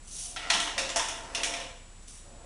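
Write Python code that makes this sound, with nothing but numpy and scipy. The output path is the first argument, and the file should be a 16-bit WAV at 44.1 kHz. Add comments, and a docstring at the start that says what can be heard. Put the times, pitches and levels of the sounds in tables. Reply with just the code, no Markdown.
"""Servo-driven ball maze.

Two small servos tilt a maze tray in a bare, echoing room; their gear teeth whirr in plastic cases.
A ball rumbles over the rough tray, scrapes along a wall and knocks against the walls,
each blow ringing the tray and followed by a quick rebound.
Underneath: low hum, faint hiss and a thin electronic whine."""
import sys
import numpy as np
from scipy import signal
from scipy.fft import rfft, irfft, next_fast_len
from scipy.io import wavfile
from scipy.ndimage import map_coordinates

SR = 44100
rng = np.random.default_rng(int(sys.argv[2]) if len(sys.argv) > 2 else 0)


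def generate_wav(sig):
    """Save sig (samples, or channels by samples) to the path in sys.argv[1] as 16-bit PCM at SR."""
    pcm = np.round(np.clip(np.atleast_2d(sig).T, -1, 1) * 32767).astype(np.int16)
    wavfile.write(sys.argv[1], SR, pcm)


N = 108045
TIME_S = np.arange(N) / SR


def amp(db):
    """Decibels to gain."""
    return 10 ** (np.asarray(db) / 20)


def unit_rms(x):
    """Scale to rms 1."""
    return x / np.sqrt(np.mean(x ** 2) + 1e-20)


def curve(points, hz):
    """Interpolate (frequency [Hz], value) points on a log axis."""
    freqs, values = np.transpose(points)
    return np.interp(np.log(hz + 1), np.log(freqs + 1), values)


def bell(hz, centre_hz, octaves):
    """Gaussian of height 1 on a log-frequency axis."""
    return np.exp(-.5 * (np.log2((hz + 1) / centre_hz) / octaves) ** 2)


def envelope(points):
    """Gain per sample from (time [s], level [dB]) points."""
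    return amp(np.interp(TIME_S, *np.transpose(points)))


def wobble(knots_per_s):
    """Smooth random curve."""
    return map_coordinates(rng.standard_normal(1000), [knots_per_s * TIME_S], mode="wrap")


def coloured(x, db_at):
    """Minimum-phase filter with gain db_at(hz)."""
    size = 2 * next_fast_len(len(x))
    hz = np.fft.rfftfreq(size, 1 / SR)
    cepstrum = irfft(np.log(amp(db_at(hz))))
    cepstrum[1:size // 2] *= 2
    cepstrum[size // 2 + 1:] = 0
    return irfft(rfft(x, size) * np.exp(rfft(cepstrum)))[:len(x)]


# Hiss spectrum: (frequency [Hz], gain [dB])
HISS_SPECTRUM = [(20, -2.5), (45, 5), (90, -0.5), (200, -7), (400, -13.5), (1000, -16), (2000, -19),
                 (3200, -20), (5000, -22), (10000, -22.5)]
# Hum and whine partials: (frequency [Hz], rms level [dB])
HUM_TONES = [(30, -50.5), (60, -66.5), (126, -76.5)]
WHINE_TONES = [(7140, -65.5), (7852, -63), (7882, -79), (7912, -86)]


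def background(hiss_db=-52, waver_rad=0.11):
    """Steady hiss under a hum and whine that waver slightly in phase."""
    hiss = coloured(rng.standard_normal(N), lambda hz: curve(HISS_SPECTRUM, hz))
    out = amp(hiss_db) * unit_rms(hiss)
    for hz, db in HUM_TONES + WHINE_TONES:
        waver = waver_rad * wobble(knots_per_s=6.3)
        phase = 2 * np.pi * (hz * TIME_S + rng.random())
        out += amp(db) * np.sqrt(2) * np.sin(phase + waver)
    return out


# Room decay: (frequency [Hz], T60 [s])
ROOM_DECAY = [(200, 0.35), (700, 0.55), (3000, 0.62), (6000, 0.52), (10000, 0.53)]


def room_tail(build_s=0.0054):
    """Diffuse echo of energy 1, lasting longest near 3 kHz."""
    hz, t, spectra = signal.stft(rng.standard_normal(SR), SR, nperseg=256)
    decay = amp(-60 * t / curve(ROOM_DECAY, hz)[:, None])
    tail = signal.istft(spectra * decay, SR, nperseg=256)[1][:SR]
    tail *= 1 - np.exp(-TIME_S[:SR] / build_s)
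    return tail / np.linalg.norm(tail)


def in_room(x, wet_db):
    """Direct sound plus echo, at the same total power."""
    echo = signal.fftconvolve(x, room_tail())[:N]
    return (x + amp(wet_db) * echo) / np.hypot(1, amp(wet_db))


# Whirr envelope: (time [s], level [dB])
SERVO_LEVEL = [(0, -60), (.07, -50), (.08, -40), (.105, -45.5), (.112, -35), (.132, -37.5), (.175, -33),
               (.235, -33), (.26, -37.5), (.33, -42.5), (.4, -73), (2.0, -89), (2.027, -49), (2.065, -74),
               (2.082, -39), (2.125, -50), (2.158, -42), (2.2, -57), (2.3, -84)]
# Gear spectrum: (frequency [Hz], gain [dB])
GEAR_SPECTRUM = [(300, -36), (1800, -24.5), (2900, -8.5), (5200, -7), (5700, 2), (6200, 2), (6700, -2.5),
                 (8200, -4), (9500, 2), (10200, -1.5)]


def servos(teeth_per_s=950, tooth_scatter=0.31, case_t60_s=0.0064, flutter_db=1.5):
    """Each uneven gear tooth rasps briefly in the small plastic case; the load flutters."""
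    gaps_s = np.exp(tooth_scatter * rng.standard_normal(4000)) / teeth_per_s
    onsets = (np.cumsum(gaps_s) * SR).astype(int)
    teeth = np.bincount(onsets, minlength=N)[:N]
    case_decay = amp(-60 * TIME_S[:SR] / case_t60_s)
    rasp = signal.fftconvolve(teeth, case_decay)[:N] * rng.standard_normal(N)
    whirr = unit_rms(coloured(rasp, lambda hz: curve(GEAR_SPECTRUM, hz)))
    flutter = amp(flutter_db * wobble(knots_per_s=90))
    return whirr * envelope(SERVO_LEVEL) * flutter


# Tray resonances: (frequency [Hz], width [Hz], lift [dB])
TRAY_MODES = [(296.5, 43, 7), (480, 31, 6), (687, 89, 12), (898, 33, 6), (1016, 100, 4), (1355, 34, 5.5),
              (1644, 22, 6), (1810, 27, 6), (1942, 50, 8), (2870, 75, 5), (3510, 75, 2.5), (5380, 250, 4),
              (6100, 120, 3.5), (6600, 70, 1.5)]


def tray_db(hz):
    """Summed lift of the tray's resonances."""
    return sum(db / (1 + (2 * (hz - centre) / width) ** 2) for centre, width, db in TRAY_MODES)


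def bumps(per_s=2500):
    """Tiny random contacts of the ball with the rough tray."""
    return (rng.random(N) < per_s / SR) * rng.standard_normal(N)


# Corridor runs: (start [s], end [s], final level [dB], rise over the run [dB],
#   corridor resonance [Hz], its lift [dB], treble gain [dB])
RUNS = [(.10, 0.39, -52, 13, 736, 11, 3.5), (0.345, 0.537, -38.5, 15, 760, 5, 3),
        (0.564, 0.769, -46.5, -6.5, 296, 10, 7.5), (0.765, 0.964, -44, -7, 539, 11.5, 4.5),
        (1.059, 1.358, -44.5, -2, 930, 2.5, 6.5), (1.367, 1.686, -47, -9, 518, 10, 1.5),
        (2.255, 2.47, -51, 5, 560, 10, -5.5)]
# Rolling spectrum: (frequency [Hz], gain [dB])
ROLL_SPECTRUM = [(100, -32.5), (220, -3.5), (550, -3), (1000, -4), (1400, -8.5), (3400, -20), (4600, -20),
                 (10000, -25)]


def rolling(edge_s=0.013):
    """The rolling ball makes each corridor rumble at its own pitch, swelling or fading."""
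    out = np.zeros(N)
    for start_s, end_s, db, rise_db, corridor_hz, lift_db, treble_db in RUNS:
        def colour_db(hz):
            treble = curve([(780, 0), (2500, treble_db)], hz)
            corridor = lift_db * bell(hz, corridor_hz, octaves=0.077)
            return curve(ROLL_SPECTRUM, hz) + treble + tray_db(hz) + corridor

        rumble = unit_rms(coloured(bumps(), colour_db))
        inside_s = np.minimum(TIME_S - start_s, end_s - TIME_S)
        gate = np.clip(inside_s / edge_s + .5, 0, 1)
        out += rumble * gate * envelope([(start_s, db - rise_db), (end_s, db)])
    return out


# Scrape envelope: (time [s], level [dB])
SCRAPE_LEVEL = [(.33, -110), (.40, -40.5), (.44, -40.5), (.50, -40), (.545, -45), (.575, -38), (.68, -48),
                (.85, -110)]
# Scrape spectrum: (frequency [Hz], gain [dB])
SCRAPE_SPECTRUM = [(200, -49), (740, -4.5), (1130, -3), (1370, 8), (1600, -15.5), (1950, 4), (3200, -3),
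                   (4500, -5.5), (10000, -20)]


def scraping():
    """The ball rubs along a wall, harsher than rolling."""
    rub = coloured(bumps(), lambda hz: curve(SCRAPE_SPECTRUM, hz) + tray_db(hz))
    return unit_rms(rub) * envelope(SCRAPE_LEVEL)


# Wall hits: (time [s], relative level [dB], thud [dB], click [dB], body [Hz], ring [Hz],
#   ring lift [dB], notch [Hz], notch depth [dB], rebound delay [s], rebound gain [dB])
WALL_HITS = [ (0.3622, -31.5, -9.5, -10.5, 750, 1340, 7, 1150, 26, 0.0078, -6.5),
             (.5004, -20, -10.5, -3.5, 880, 4220, 5.5, 530, 21, 0.0029, 1),
             (.5370, -29.5, 1, 2, 215, 3200, 9.5, 547, 14, 0.0083, -1),
             (.6007, -28, -11, 1, 890, 3080, 1.5, 5100, 13, 0.0045, -19),
             (0.674, -34, -4.5, -7, 875, 3150, 3, 5500, -2, .004, -9),
             (0.7793, -24, -12.5, -2.5, 554, 2770, 7, 3020, 12.5, 0.0097, -3),
             (0.8914, -33, -10, -2.5, 670, 7300, 8.5, 4800, -1, .009, -2),
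             (.9603, -28.5, 0, 6, 660, 916, 10.5, 4070, 4, .008, -3),
             (0.9951, -30.5, -2.5, 0.5, 1020, 3460, 4.5, 4260, 3, 0.0031, -7),
             (1.0852, -35.5, -13, 4.5, 930, 3380, 2, 4350, 32, .004, -18),
             (1.3488, -28.5, -11, 0, 660, 2660, 5.5, 7500, 4, 0.013, -18),
             (1.4331, -27, -12, 2.5, 527, 2300, 6.5, 4700, 5, 0.011, -5),
             (1.5381, -32, -14.5, -2.5, 520, 2360, 5, 4570, 4, 0.009, -15),
             (1.6008, -37, -18, -6.5, 526, 2330, 7.5, 4670, 1, 0.0045, -17)]
# Contact spectrum: (frequency [Hz], gain [dB])
CONTACT_SPECTRUM = [(100, -17.5), (220, -6.5), (500, -7), (1100, 0), (2200, -0.5), (3500, 0), (4700, -6),
                    (5600, -1), (7800, -7.5), (10000, -9)]


def knocks(gain_db=33.5, ring_t60_s=0.058, room_db=2.5):
    """Each blow and its quick rebound ring the tray briefly and set off the room."""
    def decay(age_s):
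        return (age_s >= 0) * amp(-60 * np.abs(age_s) / ring_t60_s)

    out, t = np.zeros(N + SR), TIME_S[:SR]
    for (at_s, db, thud_db, click_db, body_hz, ring_hz, ring_db,
         notch_hz, notch_db, rebound_s, rebound_db) in WALL_HITS:
        def colour_db(hz):
            hardness = curve([(780, thud_db), (2980, 0), (7200, click_db)], hz)
            # The spot struck favours two resonances and misses a third.
            spot = (8 * bell(hz, body_hz, octaves=0.14)
                    + ring_db * bell(hz, ring_hz, octaves=0.072)
                    - notch_db * bell(hz, notch_hz, octaves=0.095))
            return curve(CONTACT_SPECTRUM, hz) + hardness + tray_db(hz) + spot

        rebound = amp(rebound_db) * decay(t - rebound_s)
        ring = rng.standard_normal(SR) * np.hypot(decay(t), rebound)
        blow = ring / np.linalg.norm(ring) + amp(room_db) * room_tail()
        onset = round(at_s * SR)
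        out[onset:onset + SR] += amp(db + gain_db) * coloured(blow, colour_db)
    return out[:N]


def scene():
    """Mono mix at one microphone."""
    out = background()
    out += in_room(servos(), wet_db=-0.5)
    out += in_room(rolling() + scraping(), wet_db=1.5)
    out += knocks()
    return out[None]


# Microphone response: (frequency [Hz], gain [dB])
MIC_RESPONSE = [(10000, -0.5), (10450, -8.5), (11000, -24.5), (11900, -21.5), (12350, -37), (12750, -55)]
BAND_LIMIT_HZ = 12750


def record(dry):
    """The microphone dulls the top treble and passes nothing above its band limit."""
    size = next_fast_len(N + SR // 2)
    hz = np.fft.rfftfreq(size, 1 / SR)
    response = amp(curve(MIC_RESPONSE, hz)) * (hz < BAND_LIMIT_HZ)
    return irfft(rfft(dry, size) * response, size)[:, :N]


dry = scene()
out = record(dry)
generate_wav(out)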